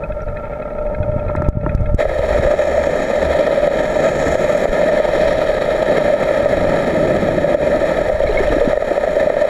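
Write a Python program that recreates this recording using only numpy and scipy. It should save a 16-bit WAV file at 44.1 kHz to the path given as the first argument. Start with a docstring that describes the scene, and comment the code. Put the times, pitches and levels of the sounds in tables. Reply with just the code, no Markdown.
"""A hull drones and an engine knocks twelve times a second, heard in a waterproof housing just under the sea.
Shaken resonances and a singing tone make the drone; flow noise, decaying pulsations and struck modes make
the water that buffets and taps the housing. At two seconds the propeller wash arrives: random clicks,
as of collapsing bubbles, make the housing whine, crackle and fizz, and the recorder's limiter pumps.
Late on, a plume of bubbles gurgles and chirps past."""
import sys
import numpy as np
from scipy import signal
from scipy.fft import rfft, irfft
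from scipy.io import wavfile

SR = 44100
rng = np.random.default_rng(int(sys.argv[2]) if len(sys.argv) > 2 else 0)


def materialize(psi):
    """Save the field psi as 16-bit PCM at rate SR to the path in sys.argv[1].

    A 1-D psi becomes a single channel; in a 2-D psi each row is a channel.
    """
    bounded = np.clip(np.atleast_2d(psi).T, -1, 1)
    quanta = np.round(bounded * 32767).astype(np.int16)
    wavfile.write(sys.argv[1], SR, quanta)


N = 418509
TIME = np.arange(N) / SR
FFT_SIZE = 16384
FREQS = np.arange(FFT_SIZE // 2 + 1) * SR / FFT_SIZE

ENGINE_HZ = 12.08  # engine cycles per second
WASH_START_S, WASH_RISE_S = 1.968, 0.033
# spectrum of fluttering water: (frequency [Hz], relative level [dB])
FLUTTER_SPECTRUM = [(35, -18.5), (55, -7), (75, 0.5), (100, -0.5), (150, -4), (230, -12.5), (500, -40.5)]


def from_db(db):
    """Amplitude ratio of a level: 20 dB is a factor of ten."""
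    return 10 ** (np.asarray(db) / 20)


def rms_one(x):
    """Normalization by the root mean square, the measure of a signal's power."""
    return x / np.sqrt(np.mean(x ** 2) + 1e-20)


def in_time(rows):
    """Linear interpolation of each column of a table whose first column is time [s]."""
    s, *columns = np.transpose(rows)
    return [np.interp(TIME, s, c) for c in columns]


def drift(rate):
    """Low-passed noise: white noise through a double pole at rate [Hz] wanders smoothly, with rms 1."""
    step = 20  # computed at every 20th sample
    settling = 2000
    pole = np.exp(-2 * np.pi * rate * step / SR)
    noise = rng.standard_normal(N // step + 2 + settling)
    slow = signal.lfilter([1], [1, -2 * pole, pole * pole], noise)[settling:]
    return np.interp(np.arange(N) / step, np.arange(len(slow)), rms_one(slow))


def swell(s, length_s):
    """Raised-cosine envelope: a smooth rise to 1 at time s and back, length_s wide at half height."""
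    return np.cos(np.pi / 2 * np.clip((TIME - s) / length_s, -1, 1)) ** 2


def response(gain):
    """Minimum phase: folding the cepstrum of a gain at FREQS yields its causal impulse response."""
    cepstrum = irfft(np.log(gain + 1e-7))
    cepstrum[1:FFT_SIZE // 2] *= 2
    cepstrum[FFT_SIZE // 2 + 1:] = 0
    return irfft(np.exp(rfft(cepstrum)))[:FFT_SIZE // 2]


def body(modes):
    """Modal superposition: the powers of steep-sided resonances add up to one impulse response."""
    power = 0
    for hz, width, db in modes:
        detuning = (FREQS - hz) / width
        power = power + from_db(db) ** 2 / (1 + detuning ** 2 / 2) ** 6
    return response(np.sqrt(power))


def colour(points):
    """Spectral shaping: a smooth response through the points that falls away towards and above the last."""
    hz, db = np.transpose(points)
    gain = from_db(np.interp(np.log(FREQS + 1), np.log(hz), db))
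    return response(gain / (1 + (FREQS / hz[-1]) ** 2))


def excite(force, impulse):
    """Linear response: convolving a steady force with an impulse response, scaled to rms 1."""
    return rms_one(signal.oaconvolve(force, impulse)[:N])


def add(out, s, sound):
    """Superposition: a short sound adds to the others from time s."""
    start = max(round(s * SR), 0)
    out[start:start + len(sound)] += sound[:max(N - start, 0)]


def strikes(events, impulse, rattle, contact_s):
    """Impulse excitation: a click and a decaying rattle ring a body, peaking at the event's time and level."""
    out, t = np.zeros(N), TIME[:FFT_SIZE // 8]
    for s, db in events:
        force = rng.standard_normal(len(t)) * np.exp(-t / contact_s)
        force *= rattle / np.linalg.norm(force)
        force[0] += 1  # the click
        sound = signal.fftconvolve(force, impulse)
        size = np.abs(sound)
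        add(out, s - np.argmax(size) / SR, from_db(db) * sound / size.max())
    return out


def random_clicks(per_s, size_db):
    """Shot noise: independent clicks of either sign and uneven size at random moments."""
    sizes = from_db(size_db * np.minimum(rng.exponential(1, N), 4))
    signs = rng.choice([-1, 1], N)
    return sizes * signs * (rng.random(N) < per_s / SR)


def throb(depth_db):
    """Amplitude modulation at the engine rate and its next three harmonics, each depth_db deep."""
    cycles = ENGINE_HZ * TIME + 0.2 * drift(0.33)
    return from_db(depth_db * sum(np.cos(2 * np.pi * (k * cycles + rng.random())) for k in range(1, 5)))


def pulsation(db, hz, cycles, rise):
    """Volume oscillation of a pocket of air or water: a gliding sine that falls 60 dB in the given cycles."""
    age = TIME[:SR // 3] * hz / cycles  # 1 when 60 dB down
    onset = 1 - np.exp(-age / 0.085)
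    phase = 2 * np.pi * cycles * (age + rise * age ** 2)
    swing = np.sin(phase) * onset * from_db(-60 * age)
    return from_db(db) * swing / np.abs(swing).max()


def hull_drone(in_wash):
    """Forced resonance: engine shaking rings the hull beside a singing tone, until the wash covers both."""
    # level of the drone: (time [s], main resonances [dB], overtones [dB])
    drone_levels = [(0.0, -23.5, -38), (0.25, -29, -39.5), (0.45, -26, -34.5), (1.0, -21.5, -39.5),
                    (1.3, -22, -35), (1.95, -25, -38.5)]
    # singing tone: (time [s], frequency [Hz], share of the main power [0-1])
    singing = [(0, 606.5, 0.18), (.5, 602, 0.06), (.8, 599, 0.38), (1.1, 605, 0.46), (1.4, 602.5, 0.39),
               (1.95, 588.7, 0.62)]
    # main hull resonances: (frequency [Hz], width [Hz], relative level [dB])
    hull_modes = [(180, 184, -14), (460, 88, -13.5), (593, 59, -3), (615, 286, -16), (828, 140, -28),
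                  (906, 40, -15)]
    # overtones of the hull: (frequency [Hz], width [Hz], relative level [dB])
    overtone_modes = [(1273, 96, -3), (1348, 49, 5), (1600, 101, -12), (1800, 150, -12), (2180, 240, -15),
                      (2530, 200, -22.5), (3247, 650, -33.5), (3867, 610, -42)]
    main_db, overtone_db = in_time(drone_levels)
    hz, share = in_time(singing)
    share = np.clip(share, 0, 1)
    shake = random_clicks(per_s=1400, size_db=3.5) * throb(depth_db=0.94)
    phase = 2 * np.pi * np.cumsum(hz + 5 * drift(15.4)) / SR
    tone = np.sqrt(2) * np.sin(phase) * from_db(1.7 * drift(15))
    main = np.sqrt(share) * tone + np.sqrt(1 - share) * excite(shake, body(hull_modes))
    overtones = excite(shake, body(overtone_modes))
    return (1 - in_wash) * (from_db(main_db) * main + from_db(overtone_db) * overtones)


def flow():
    """Turbulent pressure: eddies rumble and flutter on the housing, their power rising in each surge."""
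    # spectrum of the rumble: (frequency [Hz], relative level [dB])
    rumble_spectrum = [(8, -2), (20, 1.5), (33, -2.5), (52, -0.5), (75, -16), (150, -43.5)]
    # surges of water: (time of peak [s], length [s], rumble [dB], flutter [dB])
    surges = [(0.25, 0.38, -28, -31), (0.883, 0.15, -21, -47), (1.15, 0.24, -24, -24.5),
              (1.55, 0.39, -22.5, -19.5), (1.93, 0.25, -18, -22.5), (2.397, 0.24, -18.5, -34),
              (4.25, 0.36, -39, -32), (5.3, 0.32, -30, -31.5), (6.58, 0.24, -29, -29),
              (7.2, 0.52, -50, -30), (7.72, 0.18, -30, -37), (8.42, 0.55, -19.5, -30.5)]
    rumble_power, flutter_power = from_db(-31) ** 2, from_db(-47) ** 2  # steady flow
    for s, length, rumble_db, flutter_db in surges:
        surge = swell(s, length)
        rumble_power = rumble_power + surge * from_db(rumble_db) ** 2
        flutter_power = flutter_power + surge * from_db(flutter_db) ** 2
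    rumble = np.sqrt(rumble_power) * excite(rng.standard_normal(N), colour(rumble_spectrum))
    eddies = random_clicks(per_s=150, size_db=2.5)
    flutter = np.sqrt(flutter_power) * excite(eddies, colour(FLUTTER_SPECTRUM))
    return rumble + flutter


def hiss():
    """Broadband noise: a faint steady random signal with a sloping spectrum."""
    # spectrum of the hiss: (frequency [Hz], relative level [dB])
    hiss_spectrum = [(500, -0.5), (4000, -1), (7000, -3.5), (10000, -6), (15000, -6)]
    return from_db(-63) * excite(rng.standard_normal(N), colour(hiss_spectrum))


def knocks():
    """Impact excitation once per engine cycle until the wash; each knock weights the modes afresh."""
    # what a knock rings with: (frequency [Hz], width [Hz], mean relative level [dB])
    knock_modes = [(1430, 90, 4.5), (1640, 130, -0.5), (1870, 240, -0.5), (2142, 100, 3.5), (2430, 100, -4),
                   (2522, 83, 3.5), (3300, 230, -15), (3930, 300, -19)]
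    first_s, jitter_s = 0.04, 0.0015
    level_db, spread_db = -28, 4
    out = np.zeros(N)
    for s in np.arange(first_s, WASH_START_S, 1 / ENGINE_HZ):
        late, force, *luck = rng.standard_normal(len(knock_modes) + 2)
        modes = [(hz, width, db + 3.3 * z) for (hz, width, db), z in zip(knock_modes, luck)]
        knock = (s + jitter_s * late, level_db + spread_db * force)
        out += strikes([knock], body(modes), rattle=2.6, contact_s=0.0048)
    return out


def pops():
    """Bubble resonance: tiny bubbles pop at random, the smaller ones higher and fainter."""
    out = np.zeros(N)
    for when, octaves, luck in rng.random((110, 3)) * [TIME[-1], 2, 1]:
        db = -35 - 14 * octaves - 13 * luck
        add(out, when, pulsation(db, hz=1700 * 2 ** octaves, cycles=56, rise=0.03))
    return out


def passing_bubbles():
    """Bubble resonance: single bubbles close by pulsate and die away, rising a little in pitch."""
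    # bubbles: (start time [s], peak level [dB], initial frequency [Hz], cycles to fall 60 dB)
    bubbles = [(.22, -44, 5700, 60), (.362, -33, 1760, 98), (8.27, -22, 2200, 70), (8.272, -31, 4040, 82),
               (8.291, -11, 417, 30), (8.308, -32, 4030, 110), (8.345, -19, 374, 32),
               (8.372, -14, 2160, 110), (8.378, -34, 3900, 110), (8.403, -10, 390, 18),
               (8.501, -14.5, 320, 19), (8.563, -9, 304, 11), (8.612, -6.5, 477, 44),
               (8.675, -4.5, 242, 4.9), (8.911, -15, 327, 11), (9.164, -13, 394, 14),
               (9.262, -13, 262, 2.7)]
    out = np.zeros(N)
    for s, db, hz, cycles in bubbles:
        add(out, s, pulsation(db, hz, cycles, rise=0.026))
    return out


def buffets():
    """Heavily damped oscillation: water thuds on the housing for about two cycles, sinking in pitch."""
    # buffets: (start time [s], peak level [dB], initial frequency [Hz])
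    thuds = [(0.281, -14, 42), (1.002, -5.5, 78.8), (1.092, -7.5, 65), (1.163, -7.5, 130), (1.436, -11, 55),
             (1.486, 11.5, 71), (1.571, 3.5, 111), (1.672, -10, 101), (1.748, 1, 60), (1.804, -9, 80),
             (1.944, 7.5, 55), (2.191, -10, 79.5), (2.396, -8, 111), (2.454, -10, 70), (4.69, -8, 28)]
    out = np.zeros(N)
    for s, db, hz in thuds:
        add(out, s, pulsation(db, hz, cycles=2.1, rise=-0.046))
    return out


def taps():
    """Impact excitation: taps on the housing ring its broad, quickly damped modes."""
    # taps: (time of peak [s], peak level [dB])
    tap_events = [(1.299, -13), (1.352, -6), (1.421, -7), (1.488, -7), (1.664, -6)]
    # what a tap rings with: (frequency [Hz], width [Hz], relative level [dB])
    tap_modes = [(332, 140, 8.5), (620, 130, 3), (910, 240, 2.5), (1320, 120, 5), (1740, 280, -5),
                 (2400, 200, -28)]
    return strikes(tap_events, body(tap_modes), rattle=0.65, contact_s=0.0031)


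def overload_clicks():
    """Impulse spectrum: brief bright broadband clicks, as when the strongest thuds overdrive the recorder."""
    # overload clicks: (time of peak [s], peak level [dB])
    click_events = [(1.362, -35), (1.422, -34), (1.489, -12), (1.751, -22.5), (1.81, -38), (1.948, -17)]
    # spectrum of a click: (frequency [Hz], relative level [dB])
    click_spectrum = [(1500, -16), (3000, -5), (5500, -3), (9000, -5), (15000, -12)]
    return strikes(click_events, colour(click_spectrum), rattle=1.0, contact_s=0.0006)


def hum():
    """Frequency modulation: a low sine wavers slightly in pitch as it swells and fades."""
    # swells of the hum: (time of peak [s], length [s], rms level at the peak [dB])
    hum_swells = [(2.3, 0.41, -27), (2.78, 0.25, -29), (3.28, 0.13, -24), (4.3, 0.093, -28.5)]
    gain = sum(from_db(db) * swell(s, length) for s, length, db in hum_swells)
    phase = 2 * np.pi * np.cumsum(71.7 + 0.92 * drift(2.3)) / SR
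    return gain * np.sqrt(2) * np.sin(phase)


def fine_bubbles(force, modes):
    """Selective resonance: each high mode brightens while a bubble cloud near its pitch drifts past."""
    # clouds: (time of peak [s], length [s], greatest lift [dB], centre frequency [Hz])
    fine_clouds = [(2.85, 0.75, 6, 6500), (3.5, 0.63, 3, 3460), (4.297, 0.79, 8.5, 6700),
                   (4.498, 0.4, 5, 12400), (5.273, 0.26, 5.5, 5240), (5.27, 0.4, 0, 13400),
                   (5.45, 0.98, 3.5, 3550), (8.48, 0.36, 2, 5340)]
    spread_octaves = 0.28  # bubble pitches in a cloud
    lifts = [(db * swell(s, length), hz) for s, length, db, hz in fine_clouds]
    shares = np.array([from_db(db) ** 2 * width for _, width, db in modes])
    out = np.zeros(N)
    for mode, share in zip(modes, shares / shares.sum()):
        lift_db = 0
        for db, hz in lifts:
            distance = np.log2(mode[0] / hz) / spread_octaves
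            lift_db = lift_db + db * np.exp(-distance ** 2)
        out += np.sqrt(share) * from_db(lift_db) * excite(force, body([mode]))
    return out


def propeller(in_wash):
    """Cavitation: clouds of collapsing bubbles, throbbing at the engine rate, ring the housing."""
    # strength of the wash before its rush of arrival: (time [s], level [dB])
    wash_strength = [(2.04, -4.5), (2.17, -5), (2.35, 1.5), (2.6, -1), (3.6, 0), (4.4, 2), (5.45, 0.5),
                     (5.75, -1), (6.0, 4), (6.25, 0.5), (6.6, 1), (7.05, 0.2), (7.6, -1), (8.0, 1),
                     (8.16, -4.5), (8.45, 0.5), (8.77, -2.5), (9.49, -0.5)]
    # churning water at wash strength 0 dB: (time [s], level [dB])
    churn_levels = [(2.15, -37), (2.4, -27), (2.6, -30), (3.0, -26.5), (4.5, -26), (5.2, -29), (6.3, -26),
                    (7.25, -19), (8.0, -25.5), (8.2, -32.5), (9.49, -28.5)]
    # spectrum of churning water: (frequency [Hz], relative level [dB])
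    churn_spectrum = [(50, -22), (100, -12), (160, 1), (220, 1), (300, 1), (400, 1), (520, -13),
                      (800, -56.5)]
    # housing resonances, from low to high: (frequency [Hz], width [Hz], relative level [dB])
    whine_modes = [(441, 142, -13), (532.6, 62, -5), (601, 64.5, 0.5), (678, 167, -13.5), (810, 43, -21),
                   (906, 106, -19)]
    crackle_modes = [(1284, 150, -1), (1660, 200, -7.5), (1790, 205, 0.0), (2087, 160, -5.5),
                     (2360, 99, -10.5), (2443, 210, -10.5)]
    spray_modes = [(3237, 306, -14), (3834, 202, -18), (4060, 736, -19)]
    fizz_modes = [(5500, 420, 0), (6805, 620, -1), (7576, 570, -4), (9030, 840, -15.6), (10300, 580, -7),
                  (10870, 380, -7)]
    sizzle_modes = [(11760, 500, -3), (12900, 800, -1), (14900, 2882, -4.5)]

    rush_db = 16 * swell(2.005, length_s=0.052)  # the wash arrives with a rush
    wash_db = in_time(wash_strength)[0] + rush_db
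    churn_db = in_time(churn_levels)[0] + wash_db
    clouds = throb(depth_db=0.37) * from_db(1.54 * drift(40))
    coarse = random_clicks(per_s=14000, size_db=3.0) * clouds
    fine = random_clicks(per_s=10000, size_db=3.5) * clouds

    # whine, fizz and sizzle follow only a share of the wash's swing in dB
    whine = from_db(-15.5 + 0.82 * wash_db) * excite(coarse, body(whine_modes))
    crackle = from_db(-28 + wash_db) * excite(coarse, body(crackle_modes))
    spray = from_db(-41.5 + wash_db) * fine_bubbles(coarse, spray_modes)
    fizz = from_db(-47.5 + 0.84 * wash_db) * fine_bubbles(fine, fizz_modes)
    sizzle = from_db(-61.5 + 0.84 * wash_db) * fine_bubbles(fine, sizzle_modes)
    churning = random_clicks(per_s=1500, size_db=2.5) * clouds
    churn = from_db(churn_db) * excite(churning, colour(churn_spectrum))
    flutter = from_db(churn_db - 14.5) * excite(rng.standard_normal(N), colour(FLUTTER_SPECTRUM))
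    return in_wash * (whine + crackle + spray + fizz + sizzle + churn + flutter)


def small_bursts():
    """Jittered periodicity: lesser collapses, equal in level, scatter about even spacing in the wash."""
    gap_s, peak_db = 0.24, -7
    count = 80
    s = WASH_START_S + gap_s * (np.arange(count) + 2 + rng.standard_normal(count) / 2)
    return [(when, peak_db) for when in s if when < TIME[-1]]


def bursts():
    """Impulsive collapse: whole bubble clouds give way at once and strike the housing's modes."""
    # loudest collapses: (time of peak [s], peak level [dB])
    large_bursts = [(2.007, 2), (2.055, 0), (2.472, -5), (2.541, -0.5), (2.781, -0.5), (2.897, -7),
                    (3.135, -7.5), (3.351, -3), (3.481, -1.5), (3.679, 1.5), (4.357, 1), (4.657, 1.5),
                    (4.891, -2.5), (5.004, 2), (5.985, -2.5), (6.104, -5), (6.142, -2), (6.461, 1),
                    (7.289, -3), (7.446, -3), (7.55, 3), (7.843, -3), (8.101, -1), (8.206, -0.5),
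                    (8.239, -3.5), (8.442, -6), (8.618, -0.5), (8.734, 1), (8.777, 2.5), (8.826, -1),
                    (8.919, -2), (8.981, 1), (9.04, -2), (9.078, -1), (9.17, -1), (9.229, -5), (9.274, -4),
                    (9.304, 3), (9.37, -1.5), (9.453, -4.5)]
    # what a collapse rings with: (frequency [Hz], width [Hz], relative level [dB])
    burst_modes = [(594, 86, 2), (507.4, 120, -12.5), (685, 100, -16.5), (1273.3, 110, -27),
                   (1855, 160, -24)]
    return strikes(large_bursts + small_bursts(), body(burst_modes), rattle=0.4, contact_s=0.0061)


def faint_clicks():
    """Impulse spectrum: two faint, very brief clicks, strongest in the high treble."""
    # faint clicks: (time of peak [s], peak level [dB])
    click_events = [(5.007, -34), (5.42, -26)]
    # spectrum of a faint click: (frequency [Hz], relative level [dB])
    click_spectrum = [(6000, -30), (9000, -6), (11000, -3), (15000, 0)]
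    return strikes(click_events, colour(click_spectrum), rattle=1.0, contact_s=0.0008)


def plume():
    """Bubble resonance: in a rising plume large bubbles gurgle low and small ones chirp high."""
    centre_s, length_s = 8.43, 0.45
    out = np.zeros(N)
    for when, octaves, weak in rng.random((10, 3)) - [0.5, 0.5, 0]:
        gurgle = pulsation(-17 - 8 * weak, hz=370 * 2 ** octaves, cycles=16, rise=0.2)
        add(out, centre_s + length_s * when, gurgle)
    for when, octaves, weak in rng.random((40, 3)) - [0.5, 0.5, 0]:
        chirp = pulsation(-29 - 10 * weak, hz=2500 * 2 ** (1.4 * octaves), cycles=35, rise=0.04)
        add(out, centre_s + length_s * when, chirp)
    return out


def scene():
    """Superposition: engine, water, propeller wash and clicks add at one point."""
    in_wash = np.clip((TIME - WASH_START_S) / WASH_RISE_S, 0, 1)
    engine = hull_drone(in_wash) + knocks()
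    water = flow() + hum() + pops() + passing_bubbles() + buffets() + taps()
    wash = propeller(in_wash) + bursts()
    clicks = overload_clicks() + faint_clicks()
    return (engine + water + wash + plume() + clicks + hiss())[None]


def limiter(x, threshold_db, release_db_per_s, attack_s):
    """Gain reduction: peaks over the threshold soon pull the gain down; it creeps back at a steady rate."""
    over = np.maximum(20 * np.log10(np.abs(x) + 1e-9) - threshold_db, 0)
    recovery = release_db_per_s * TIME
    held = np.maximum.accumulate(over + recovery, axis=-1) - recovery
    r = np.exp(-1 / (attack_s * SR))
    return x * from_db(-signal.lfilter([1 - r], [1, -r], held))


def record(dry):
    """Band limiting and compression: a low cut, a fast limiter, clipping at full scale, a steep top cut."""
    low_cut = signal.butter(1, 12, "high", fs=SR, output="sos")
    heard = signal.sosfilt(low_cut, dry)
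    limited = limiter(heard, threshold_db=-5.0, release_db_per_s=101, attack_s=0.0006)
    top_cut = signal.ellip(10, 0.1, 80, 15250, fs=SR, output="sos")
    return signal.sosfilt(top_cut, np.clip(limited, -1, 1))


dry = scene()
out = record(dry)
materialize(out)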